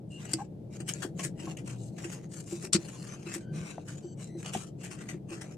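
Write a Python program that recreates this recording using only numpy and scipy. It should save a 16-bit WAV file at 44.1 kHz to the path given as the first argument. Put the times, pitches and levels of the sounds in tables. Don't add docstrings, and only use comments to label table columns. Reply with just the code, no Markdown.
import sys
import numpy as np
from scipy import signal
from scipy.fft import rfft, irfft, next_fast_len
from scipy.io import wavfile
from scipy.ndimage import uniform_filter1d

SR = 44100
rng = np.random.default_rng(int(sys.argv[2]) if len(sys.argv) > 2 else 0)


def put_to_file(sound):
    columns = np.atleast_2d(sound).T
    safe = np.clip(columns, -1, 1)
    whole_steps = np.round(safe * 32767)
    wavfile.write(sys.argv[1], SR, whole_steps.astype(np.int16))


N = 245637

# pitch_hz [Hz], level_db [relative dB]
CUT_COLOUR = [(500, 5.5), (1000, -4.5), (1800, -0.5), (3000, -0.5), (3600, -11.5), (6000, 6.5), (8200, 9),
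              (9500, 0.5), (11500, -6.5), (14000, -17)]


def amp(db):
    return 10 ** (np.asarray(db) / 20)


def unit(x):
    return x / np.sqrt(np.mean(x ** 2) + 1e-20)


def read(points, hz):
    f, value = np.transpose(points)
    return np.interp(np.log(hz + 1), np.log(f), value)


def add(mix, s, sound):
    part = mix[:, max(round(s * SR), 0):][:, :sound.shape[-1]]
    part += sound[..., :part.shape[1]]


def shaped(x, gain):
    size = next_fast_len(x.shape[-1] + 2048)
    spectrum = rfft(x, size) * gain(np.fft.rfftfreq(size, 1 / SR))
    return irfft(spectrum, size)[..., :x.shape[-1]]


def peaks(x, modes):
    return shaped(x, lambda f: sum(amp(db) / (1 + (2 * (f - hz) / width) ** 2) for hz, width, db in modes))


def dying(t, t60):
    return np.exp(-np.log(1000) * t / t60)


def step(t, width_s):
    return .5 + .5 * np.tanh(t / (2 * width_s))


def mode(t, hz, t60, rise):
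    return np.sin(2 * np.pi * hz * t) * dying(t, t60) * (1 - np.exp(-t / rise))


def grains(count, per_s, spread_db, ring_t60, shared):
    chance, size, sign = rng.random((3, count))
    strength = amp(spread_db * np.minimum(-np.log(1 - size), 4))
    train = np.sign(sign - .5) * strength * (chance < per_s / SR)
    t = np.arange(1024) / SR
    rings = rng.standard_normal((3, len(t))) * dying(t, ring_t60)
    shared = np.clip(shared, 0, 1)
    rings = np.sqrt(shared) * rings[0] + np.sqrt(1 - shared) * rings[1:]
    return signal.fftconvolve(train[None], rings, axes=1)[:, :count]


def patchy(x):
    spacing_hz, spread_db = 330, 2.2
    bands = np.arange(0, SR / 2, spacing_hz)
    gains_db = spread_db * rng.standard_normal(len(bands))
    return shaped(x, lambda f: amp(np.interp(f, bands, gains_db)))


def pressed(x, colour, pressure_db, split_hz=3500, low_hz=600):
    def treble_gain(f):
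        return amp(read(colour, f)) / np.sqrt(1 + (split_hz / (f + 1)) ** 12)

    def middle_gain(f):
        below_split = 1 + (f / split_hz) ** 12
        above_low = 1 + (low_hz / (f + 1)) ** 6
        return amp(read(colour, f)) / np.sqrt(below_split * above_low)

    return unit(shaped(x, treble_gain)) + amp(pressure_db) * unit(shaped(x, middle_gain))


def hum():
    # pitch_hz [Hz], level_db [relative dB]
    hum_colour = [(20, -27.5), (55, -17.5), (92, -11.5), (122, 1.5), (165, 2.5), (205, -1.5), (245, -13),
                  (310, -6), (400, -12), (560, -17), (800, -25.5), (1100, -42), (1800, -47.5)]
    # time_s [s], level_db [dB]
    hum_levels = [(0, -44), (.6, -43), (1.45, -40.5), (2.4, -43.5), (5.57, -43)]
    # pitch_hz [Hz], likeness [0-1]
    hum_likeness = [(30, 0.24), (110, 1), (300, 0.89), (700, 0.19), (2000, 0.043)]

    def same(f):
        return np.clip(read(hum_likeness, f), -1, 1)

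    a, b = rng.standard_normal((2, N))
    right = shaped(a, same) + shaped(b, lambda f: np.sqrt(1 - same(f) ** 2))
    level_db = np.interp(np.arange(N) / SR, *np.transpose(hum_levels))
    drone = shaped(np.array([a, right]), lambda f: amp(read(hum_colour, f)) / np.sqrt(1 + (f / 3000) ** 2))
    return amp(level_db) * unit(drone)


def room(x):
    t = np.arange(SR // 2) / SR
    tail = rng.standard_normal((2, len(t))) * dying(t, t60=0.067)
    tail = tail * (t > .005)
    tail = shaped(tail / np.linalg.norm(tail[0]), lambda f: 1 / np.sqrt(1 + (f / 8000) ** 4))
    return signal.fftconvolve(x, tail, axes=1)[:, :N]


def squeaking():
    # [dB, each overtone over the one below]
    squeaks = [(.1, 0.11, 2800, -53.5, 0.41, -38), (.255, .072, 2830, -57.5, 0.74, -26),
               (0.38, 0.048, 804, -40.5, 0.8, -22), (1.599, 0.33, 118.6, -42.5, 0.4, -21),
               (3.074, 0.089, 6170, -53.5, 0.38, -33), (3.352, 0.47, 1535, -64.5, 0.59, -8),
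               (3.259, 0.078, 2632, -52.5, 1, -24), (3.46, .2, 156, -37, 0.6, -13),
               (4.013, 0.14, 1525, -62.5, 1.2, 2.5), (4.264, 0.13, 2013, -66.5, 0.88, -3.5)]
    waver_hz, rasp_hz = 45, 118
    out = np.zeros((2, N))
    for s, length, hz, level_db, rough, overtone_db in squeaks:
        count, rough = round(length * SR), np.clip(rough, 0, 1)
        a, b = rng.standard_normal((2, SR))
        waver = unit(uniform_filter1d(a, size=400))[:count] * waver_hz * np.sqrt(hz / 1000)
        tone = np.sin(2 * np.pi * np.cumsum(hz + rough * waver) / SR)
        partials = [(k * hz, rasp_hz * np.sqrt(k * hz / 1000), overtone_db * (k - 1)) for k in range(1, 6)]
        rasp = unit(peaks(b, partials))[:count]
        squeak = unit(2 * (1 - rough) * tone + rough * rasp)
        add(out, s, amp(level_db) * squeak * signal.windows.tukey(count, .35))
    return out


def hollow_notes():
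    # start_s [s], level_db [dB], pitch_hz [Hz], t60_s [s to fall by 60 dB]
    notes = [(.388, -43, 1070, 0.11), (1.049, -34.5, 695, 0.027), (1.193, -41, 1090, 0.12),
             (1.471, -38, 1080, .06), (1.478, -34.5, 746, 0.033), (3.781, -22, 695, 0.013),
             (4.550, -19.5, 760, 0.031)]
    out, t = np.zeros((2, N)), np.arange(SR // 8) / SR
    for s, level_db, hz, t60 in notes:
        noise = unit(shaped(rng.standard_normal(len(t)), lambda f: 1 / (1 + ((f - hz) / 500) ** 2)))
        noise = noise * dying(t, t60) * (1 - np.exp(-t / 0.002))
        add(out, s, amp(level_db) * (mode(t, hz, t60, rise=0.001) + amp(-11) * noise))
    return out


def knocking():
    # start_s [s], level_db [dB], pitch_hz [Hz], grip of the hand [0-1]
    knocks = [(.337, -28.5, 321.6, 0.28), (.802, -33.5, 336, 0.79), (1.053, -36.5, 329, 0.27),
              (1.248, -31.5, 334, 0.75), (1.438, -32.5, 335, 0.63), (2.048, -32, 338, 0.5),
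              (2.524, -27.5, 342, 0.44), (2.638, -37, 372, 0.24), (2.784, -29.5, 337.7, 0.78),
              (3.266, -33.5, 340, 0.55), (3.357, -34, 339, 0.3), (4.044, -33, 351, 0.34),
              (4.35, -34, 338.4, 0.28), (5.144, -32.5, 351.5, 0.76), (5.312, -35, 336, 0.16)]
    # multiple of the pitch [ratio], level_db [relative dB]
    bowl_tones = [(1.001, 2.5), (1.601, -14), (2.252, -17.5)]
    free_t60, gripped_t60 = 0.27, 0.044
    free_deep_db, gripped_deep_db = -17, 10
    out, t = np.zeros((2, N)), np.arange(SR // 3) / SR
    for s, level_db, hz, grip in knocks:
        t60 = free_t60 * (gripped_t60 / free_t60) ** grip
        deep_db = free_deep_db + grip * (gripped_deep_db - free_deep_db)
        upper = sum(amp(db) * mode(t, hz * k, t60 / k, rise=0.0025) for k, db in bowl_tones)
        deep = amp(deep_db) * mode(t, hz=156.5, t60=0.049, rise=0.0014)
        add(out, s, amp(level_db) * (upper + deep))
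    return out


def ticking():
    # start_s [s], level_db [dB], ring_hz [Hz]
    ticks = [(0.3343, -16.5, 8120), (0.3373, -17.5, 4850), (0.3382, -22, 7700), (0.937, -27.5, 6860),
             (1.2385, -31, 7930), (1.249, -25.5, 7950), (4.243, -37, 7386)]
    out, t = np.zeros((2, N)), np.arange(2048) / SR
    for s, level_db, hz in ticks:
        crack = unit(shaped(rng.standard_normal((2, len(t))), lambda f: amp(read(CUT_COLOUR, f))))
        crack = crack * dying(t, 0.021)
        ring = unit(peaks(rng.standard_normal((2, len(t))), [(hz, 900, 0)]))
        ring = ring * dying(t, 0.0085) * (1 - np.exp(-t / 0.00041))
        tone = mode(t, hz, t60=0.0088, rise=0.0001)
        add(out, s, amp(level_db) * (tone + amp(-10.5) * crack + amp(1.5) * ring))
    return out


def thumping():
    # start_s [s], length_s [s], board_hz [Hz], board_db [dB], bowl_hz [Hz], bowl_db [dB]
    thumps = [(1.0484, 0.01, 325, -25.5, 180, -34), (1.471, .04, 317, -36, 166, -27),
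              (2.74, 0.0028, 330, -32, 204, -12), (2.7476, 0.026, 340, -21.5, 186, -13.5),
              (4.559, 0.013, 350, -34, 166, -22)]
    contact_s, board_t60, rock_t60 = 0.0029, 0.38, 0.062
    out = np.zeros((2, N))
    for s, length, board_hz, board_db, bowl_hz, bowl_db in thumps:
        t = np.arange(0, length, 1 / SR)
        board_swing = amp(board_db) * mode(t, board_hz, board_t60, contact_s / 2)
        bowl_swing = amp(bowl_db) * mode(t, bowl_hz, rock_t60, contact_s / 2)
        add(out, s, (board_swing + bowl_swing) * np.tanh((length - t) / contact_s) ** 2)
    return out


def crunching(rows, colour, count):
    out = np.zeros((2, N))
    for s, level_db, rise, fall, pressure_db in rows:
        t = np.arange(-SR // 16, SR // 8) / SR
        cells = sum(patchy(grains(len(t), per_s=4500 / count, spread_db=3.0, ring_t60=.009, shared=.25))
                    for _ in range(count))
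        swell = np.exp(-np.where(t < 0, (t / rise) ** 2, t / fall))
        add(out, s + t[0], amp(level_db) * swell * pressed(cells, colour, pressure_db))
    return out


def snapping():
    # [dB, middle over treble]
    splits = [(2.734, -18.5, 0.0041, 0.0081, -11.5), (2.752, -29, 0.0067, 0.0074, -4.5),
              (2.767, -35, 0.0092, 0.0016, -5.5)]
    # pitch_hz [Hz], level_db [relative dB]
    split_colour = [(400, -9.5), (900, -6.5), (1300, 3), (1700, -4.5), (2400, 2), (3200, -4), (3900, 1.5),
                    (6200, 5), (8250, 4), (9300, -4.5), (14000, -31)]
    return amp([[2.0], [0.0]]) * crunching(splits, split_colour, count=6)


def juice(cutting):
    lowest_hz, range_octaves, ring_cycles, per_s = 1003, 2, 11, 350
    middle = shaped(cutting.mean(0), lambda f: (f > 900) & (f < 3500))
    force = np.sqrt(abs(uniform_filter1d(middle ** 2, size=300)))
    out, t = np.zeros((2, N)), np.arange(800) / SR
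    for when, pitch, size, side in rng.random((round(per_s * N / SR), 4)):
        cycles = lowest_hz * 2 ** (range_octaves * pitch) * t
        bubble = np.sin(2 * np.pi * cycles) * dying(cycles, ring_cycles)
        add(out, when * N / SR, size ** 2 * np.sqrt([[side], [1 - side]]) * bubble)
    return amp(-12.5) * force * unit(out)


def blade():
    # peak_s [s], level_db [dB], fall_s [s]
    bite_rows = [(0.337, -40.5, 0.0038), (.254, -46, .006), (0.806, -48.5, 0.012), (1.028, -39.5, .018),
                 (1.197, -42.5, 0.015), (1.572, -44.5, 0.0056), (1.59, -53.5, 0.017), (1.677, -46, 0.0065),
                 (1.7, -51, 0.012), (1.987, -47.5, .014), (2.046, -45, 0.016), (2.619, -59, 0.0022),
                 (2.887, -44, 0.006), (3.699, -53, 0.01), (3.888, -49, 0.027), (4.43, -47, 0.0031),
                 (4.541, -41, 0.028), (4.844, -48, 0.03), (4.918, -48.5, 0.026), (5.094, -43.5, 0.018),
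                 (5.418, -46.5, 0.016)]
    # peak_s [s], level_db [dB]
    tear_rows = [(0.32, -48.5), (0.896, -34), (1.248, -35.5), (2.132, -44.5), (3.348, -37.5), (4.85, -51)]
    # pitch_hz [Hz], level_db [relative dB]
    skin_colour = [(500, -1), (1800, 6), (3000, 2.5), (3600, -4), (6000, 5.5), (8200, 9.5), (9500, 4),
                   (11500, -5), (14000, -7)]
    # peak s, level dB, rise s, fall s, pressure dB
    bites = [(s, level_db, .38 * fall, fall, 1) for s, level_db, fall in bite_rows]
    tears = [(s, level_db, 0.014, 0.013, -5.5) for s, level_db in tear_rows]
    return crunching(bites, CUT_COLOUR, count=2) + crunching(tears, skin_colour, count=3)


def rubbing():
    # [s, light drag afterwards]
    strokes = [ (0.105, 0.19, -67.5, -9, 0), (0.201, 0.422, -58, 2.5, 0.037), (0.728, 0.768, -57, 1, 0.051),
               (0.871, 1.063, -56, 1, 0.011), (1.183, 1.283, -52, -1.5, 0.023),
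               (1.389, 1.518, -55, 4, 0.033), (1.658, 1.749, -57.5, 2.5, 0.03),
               (1.789, 1.901, -61.5, -18, 0.08), (1.975, 2.179, -55.5, 1.5, 0.084),
               (2.319, 2.42, -53, -6.5, 0.033), (2.467, 2.588, -52, -6, 0.053),
               (2.619, 2.667, -46, -3.5, 0.014), (2.765, 3.07, -60.5, 2, 0.0013),
               (3.069, 3.157, -55.5, 3.5, 0.1), (3.264, 3.386, -54, 4, 0.053),
               (3.545, 3.734, -56.5, 4, 0.098), (3.864, 3.99, -61, -0.5, 0.09),
               (4.191, 4.258, -57, -1, 0.047), (4.39, 4.442, -57, -2, 0), (4.447, 4.503, -50, 5.5, 0.018),
               (4.528, 4.659, -52.5, -1.5, 0.043), (4.801, 4.884, -58, 4, 0.077),
               (4.99, 5.043, -57.5, 7.5, 0.13), (5.301, 5.365, -53.5, 5, 0.18)]
    # pitch_hz [Hz], level_db [relative dB]
    rub_colour = [(500, 12), (1000, 4), (1350, 1.5), (2000, 2), (2750, 1.5), (3600, -10.5), (4500, -3),
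                  (6500, 6), (8100, 0), (9300, -3.5), (14000, -19)]
    # pitch_hz [Hz], width_hz [Hz], level_db [relative dB]
    board_rings = [(1436, 43, -26.5), (3000, 220, 1), (4100, 430, 1.5), (7120, 830, 4.5), (8410, 420, 1)]
    grab_s, release_s = 0.0089, 0.0069
    spot_s = .06
    middle_db, catch_db = -0.5, 2.5
    drag_db, drag_ring_db = -10.5, -13
    out = np.zeros((2, N))
    for start, end, level_db, pressure_db, drag_s in strokes:
        t = np.arange(start - .06, end + drag_s + .1, 1 / SR)
        spot = np.maximum(t - start, 0) / spot_s
        slips = 0
        for k in range(int(spot[-1]) + 2):
            fade = np.cos(np.clip(spot - k, -1, 1) * np.pi / 2)
            spot_grains = grains(len(t), per_s=3200, spread_db=2.0, ring_t60=0.018, shared=0.24)
            slips = slips + fade * unit(patchy(spot_grains))
        travel = np.clip((t - start) / (end - start), 0, 1)
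        pushed, dragged = step(end - t, release_s), step(end + drag_s - t, release_s)
        catch = uniform_filter1d(rng.standard_normal(len(t)), size=450)
        catch = unit(uniform_filter1d(catch, size=90))
        crackle = amp(-5) * unit(grains(len(t), per_s=170, spread_db=3, ring_t60=.003, shared=.5))
        rasp_gain = amp(level_db + middle_db * np.sin(np.pi * travel))
        rasp = rasp_gain * pressed(slips + crackle, rub_colour, pressure_db)
        retuned = [(hz * rng.uniform(.93, 1.07), width, db) for hz, width, db in board_rings]
        ring = amp(0.37 * level_db - 41.0) * unit(peaks(slips, retuned))
        sound = rasp * np.maximum(pushed, amp(drag_db) * dragged)
        sound = sound + ring * np.maximum(pushed, amp(drag_ring_db) * dragged)
        add(out, t[0], step(t - start, grab_s) * amp(catch_db * catch) * sound)
    return out


def past_hand(x, echo=0.4, near_s=0.00021, far_s=0.000891):
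    t, knots = np.arange(N) / SR, np.arange(0, N / SR + 1, .13)
    delays = rng.uniform(near_s, far_s, (2, len(knots)))
    bounced = [np.interp(t - np.interp(t, knots, delay), t, side) for delay, side in zip(delays, x)]
    return (x + echo * np.array(bounced)) / np.hypot(1, echo)


def scene():
    cutting = past_hand(rubbing() + blade())
    slicer = cutting + juice(cutting) + snapping() + thumping()
    slicer = slicer + ticking() + knocking() + hollow_notes() + squeaking()
    slicer = shaped(slicer, lambda f: 1 / np.sqrt(1 + (85 / (f + 1)) ** 4))
    return slicer + amp(-10.5) * room(slicer) + hum()


def record(dry):
    # [dB, left over right]
    left_over_right = [(100, 1.5), (1200, 4.5), (6000, 1.5), (7000, 2.5), (8200, 15), (10000, 11.5),
                       (14000, 11)]

    def sides(f):
        pair = amp(np.array([[.5], [-.5]]) * read(left_over_right, f))
        return pair / pair.mean(0)

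    edge_hz = 14600
    low_pass = signal.firwin(255, edge_hz, window=("kaiser", 9), fs=SR)
    return signal.oaconvolve(shaped(dry, sides), low_pass[None], "same")


dry = scene()
out = record(dry)
put_to_file(out)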